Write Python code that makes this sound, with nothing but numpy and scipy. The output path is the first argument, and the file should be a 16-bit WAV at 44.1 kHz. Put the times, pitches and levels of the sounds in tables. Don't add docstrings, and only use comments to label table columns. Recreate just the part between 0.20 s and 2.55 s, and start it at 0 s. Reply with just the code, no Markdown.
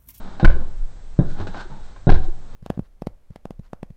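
import sys
import numpy as np
from scipy import signal
from scipy.fft import rfft, irfft
from scipy.io import wavfile

SR = 44100
rng = np.random.default_rng(int(sys.argv[2]) if len(sys.argv) > 2 else 0)


def output_pcm(signal):
    pcm = np.clip(np.atleast_2d(signal).T, -1, 1) * 32767
    wavfile.write(sys.argv[1], SR, np.round(pcm).astype(np.int16))


N = 103635
T = np.arange(N) / SR
HZ = np.maximum(np.arange(N // 2 + 1) * SR / N, 1)

# start_s, level_db, contact_cutoff_hz
HEEL_IMPACTS = [(0.2293, -10, 1310), (0.2354, -13.5, 705), (0.2446, -7, 707), (.9895, -5, 600),
                (.9962, -6, 550), (1.201, -22.5, 490), (1.8698, -7.5, 1080), (1.8768, -6.5, 880),
                (1.891, -12, 1300), (1.921, -15, 604)]
# pitch_hz, level_db, t60_s
BOARD_MODES = [(88, -22, 0.38), (112.3, -12.5, 0.049), (140.1, -3.5, 0.091), (178.8, -4.5, 0.093),
               (211.7, -7.5, 0.13), (269.6, -22, 0.16), (324.2, -9.5, 0.086), (360.2, -18, 0.31),
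               (463.7, -33, 0.11), (504.7, -13, 0.054), (566.3, -30, 0.093), (698, -23.5, 0.22),
               (1034, -27.5, 0.14), (1430, -22, 0.17)]
# frequency_hz, level_db
SLAP_SPECTRUM = [(100, -3.5), (250, -1), (450, 3.5), (800, -6.5), (1250, -14.5), (1600, -8), (2000, -25.5),
                 (2900, -37.5), (3900, -9.5), (4800, -49), (8000, -48.5)]
def heels(slap_db=-24, slap_decay_s=0.031, slap_cutoff_ratio=2.9):
    out = 0
    for start, db, contact_hz in HEEL_IMPACTS:
        boards = sum(undb(mode_db) * ring(start, hz, t60) for hz, mode_db, t60 in BOARD_MODES)
        thump = lowpass(boards, contact_hz, order=3)
        slap = burst(start, slap_decay_s) * rng.standard_normal(N)
        slap = undb(slap_db) * irfft(rfft(slap) * unit(colour(SLAP_SPECTRUM)), N)
        out += undb(db) * (thump + lowpass(slap, slap_cutoff_ratio * contact_hz))
    return out


# start_s, level_db
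JOIST_LOADS = [(0.252, -0.5), (0.997, -6.5), (1.887, -1)]
# centre_s, level_db, centre_pitch_hz, half_length_s
DESK_ROCKINGS = [(0.278, 5, 21.15, 0.0284), (0.632, -14, 19.8, 0.044), (1.923, 0.5, 16.5, 0.0291),
                 (2.091, -19.5, 22.5, 0.039)]
# start_s, level_db, pitch_hz, t60_s
DESK_SHUDDERS = [(0.26, -10, 60.5, 0.47), (0.26, -17, 83.8, 0.29), (1.006, -21.5, 61.7, 0.31),
                 (1.205, -23, 93.8, 0.36), (1.288, -26.5, 178, 0.11), (1.504, -35, 134, 0.35),
                 (1.924, -10.5, 58.6, 0.34), (1.94, -14.5, 89, .2)]
# frequency_hz, level_db
TREMBLE_SPECTRUM = [(5, -22), (12, -3), (18, -10), (28, -17), (50, -25), (100, -51), (300, -100)]
def floor_and_desk(sway_hz=12.08, sway_t60_s=0.95, rise_s=0.044, sag_hz_per_s=194, tremble_db=-31.5):
    out = undb(tremble_db) * noise(colour(TREMBLE_SPECTRUM))
    for start, db in JOIST_LOADS:
        onset = 1 - burst(start, rise_s)
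        out -= undb(db) * onset * ring(start, sway_hz, sway_t60_s)
    for centre, db, hz, half_length in DESK_ROCKINGS:
        age = T - centre
        slowing_phase = 2 * np.pi * age * (hz - sag_hz_per_s * age / 2)
        out += undb(db) * gaussian(centre, half_length) * np.sin(slowing_phase)
    shudders = sum(undb(db) * ring(start, hz, t60) for start, db, hz, t60 in DESK_SHUDDERS)
    return lowpass(out - shudders, hz=250)


# start_s, level_db, decay_s, cutoff_hz, ring_hz, ring_db
KNOCKS = [(0.1981, -28, 0.021, 4200, 777, 8.5), (.2455, -17.5, 0.018, 3380, 1050, 4.5),
          (.2475, -9.5, 0.0025, 2920, 1505, 2.5), (0.2536, -8, 0.002, 3000, 2265, -11.5),
          (.281, -44, .008, 2950, 1670, 5), (.298, -43, .015, 3600, 580, 22.5),
          (1.270, -32, 0.018, 8400, 1466, 3), (1.345, -28.5, 0.0076, 2376, 370, -1.5),
          (1.762, -43.5, 0.011, 4000, 1030, 5), (1.892, -17.5, 0.015, 2080, 767, 3),
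          (1.9004, -14, 0.0055, 3560, 319.5, 4.5), (1.919, -21, 0.0075, 4530, 3800, -22),
          (1.942, -31, 0.025, 5500, 3930, -7)]
# frequency_hz, level_db
KNOCK_SPECTRUM = [(150, -3.5), (350, 8.5), (750, 4), (1250, -11), (1900, -11), (2500, -9.5), (3200, -11.5),
                  (4000, -7), (4800, -15.5), (8000, -21.5)]
# centre_hz, width_hz, boost_db
KNOCK_RESONANCES = [(820, 210, 1.3), (1035, 27, 16.3), (1423, 350, 9.2), (1624, 130, 19)]
def knocks(ring_t60_s=0.036):
    peaks_db = sum(resonance_db(hz, width, db) for hz, width, db in KNOCK_RESONANCES)
    body = colour(KNOCK_SPECTRUM) * undb(peaks_db)
    out = 0
    for start, db, decay, cutoff_hz, ring_hz, ring_db in KNOCKS:
        rattle = lowpass(burst(start, decay) * noise(body), cutoff_hz)
        own_ring = undb(ring_db) * ring(start, ring_hz, ring_t60_s)
        out += undb(db) * (rattle + own_ring)
    return out


# peak_s, level_db, rise_s, fall_s, tilt_db_per_octave, resonance_hz, boost_db
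SCUFFS = [(.08, -41.5, 0.36, 0.24, -3, 187, 7), (.42, -40.5, .05, 0.054, -6, 515, 12),
          (1.114, -46.5, 0.048, 0.036, 3, 1470, 13), (1.208, -30, 0.025, .028, -3.5, 300, 7.5),
          (1.371, -34.5, 0.041, 0.026, -2.5, 810, 9), (1.409, -32, 0.025, 0.019, -1, 1500, 15),
          (1.504, -39.5, 0.0078, 0.07, -4.5, 898, 11), (1.66, -53.5, 0.18, 0.12, 0, 258, 3.5),
          (2.044, -47, .015, 0.019, 1.5, 6030, 4), (2.34, -47, 0.14, .1, -3, 126, 19.5)]
# frequency_hz, level_db
FRICTION_SPECTRUM = [(80, -13.5), (200, 0), (350, -4), (520, -6), (830, -0.5), (1220, -4.5), (1550, -3),
                     (1900, -11.5), (2700, -16.5), (3900, -8.5), (4800, -17), (8000, -25)]
def scuffs(grain_db=1.0, grain_hz=150, resonance_q=7.4):
    out = 0
    for peak, db, rise, fall, tilt_db, hz, boost_db in SCUFFS:
        swell = np.exp(-np.abs(T - peak) / np.where(T < peak, rise, fall))
        grain = unit(undb(grain_db * noise(HZ < grain_hz)))
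        slope_db = tilt_db * np.log2(np.maximum(HZ, 100))
        peak_db = resonance_db(hz, hz / resonance_q, boost_db)
        friction = noise(colour(FRICTION_SPECTRUM) * undb(slope_db + peak_db))
        out += undb(db) * swell * grain * friction
    return out


# centre_s, level_db, pitch_hz
CREAKS = [(.37, -29.5, 363), (1.461, -37, 362.4), (2.087, -31.5, 344.8)]
def creaks(half_length_s=0.0067):
    return sum(undb(db) * gaussian(centre, half_length_s) * np.sin(2 * np.pi * hz * T)
               for centre, db, hz in CREAKS)


# centre_hz, t60_s, level_db
ROOM_BANDS = [(103, 0.67, -5.5), (310, 0.5, -3.5), (743, 0.61, -1.5), (2000, 0.27, 3), (6040, 0.38, 3)]
def room(sound, tail_db=-8, gap_s=0.0045):
    log_centres = np.log([hz for hz, _, _ in ROOM_BANDS])
    white_spectrum = rfft(rng.standard_normal(N))
    tail = 0
    for share, (_, t60, db) in zip(np.eye(len(ROOM_BANDS)), ROOM_BANDS):
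        band = irfft(white_spectrum * np.interp(np.log(HZ), log_centres, share), N)
        tail += undb(db) * band * burst(gap_s, t60 / np.log(1000))
    return sound + undb(tail_db) * signal.fftconvolve(sound, tail / np.linalg.norm(tail))[:N]


# frequency_hz, level_db
HISS_SPECTRUM = [(60, -24), (100, -17), (150, -27), (350, -34.5), (600, -34.5), (1100, -41.5), (1600, -43),
                 (2100, -47), (2700, -50.5), (3900, -48.5), (4800, -51.5), (8400, -51.5)]
def background(hiss_db=-49.5, whine_db=-76.5, whine_hz=7682):
    hiss = undb(hiss_db) * noise(colour(HISS_SPECTRUM) * (HZ > 40))
    return hiss + undb(whine_db) * np.sin(2 * np.pi * whine_hz * T)


def undb(db):
    return 10 ** (np.asarray(db) / 20)


def unit(x):
    return x / np.sqrt(np.mean(x ** 2))


def colour(points):
    hz, db = np.array(points, float).T
    return undb(np.interp(np.log(HZ), np.log(hz), db))


def resonance_db(hz, width_hz, boost_db):
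    return boost_db / (1 + (2 * (HZ - hz) / width_hz) ** 2)


def noise(gain):
    return unit(irfft(gain * np.exp(2j * np.pi * rng.random(len(HZ))), N))


def lowpass(x, hz, order=2):
    return signal.sosfilt(signal.butter(order, hz, fs=SR, output="sos"), x)


def ring(start, hz, t60):
    age = np.maximum(T - start, 0)
    return np.sin(2 * np.pi * hz * age) * np.exp(-np.log(1000) * age / t60)


def burst(start, decay):
    return (T >= start) * np.exp(-np.abs(T - start) / decay) + 1e-12


def gaussian(centre, half_length):
    return np.exp(-((T - centre) / half_length) ** 2)


def scene():
    airborne = heels() + knocks() + scuffs() + creaks()
    return (room(airborne) + floor_and_desk() + background())[None]


def record(dry, mic_top_hz=8450, clip_level=0.95, circuit_db=-91, output_top_hz=15800):
    narrow = signal.sosfilt(signal.ellip(10, .2, 60, mic_top_hz, fs=SR, output="sos"), dry)
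    clipped = np.clip(narrow, -clip_level, clip_level) + undb(circuit_db) * rng.standard_normal(N)
    return signal.sosfilt(signal.ellip(8, .2, 70, output_top_hz, fs=SR, output="sos"), clipped)


dry = scene()
out = record(dry)
output_pcm(out)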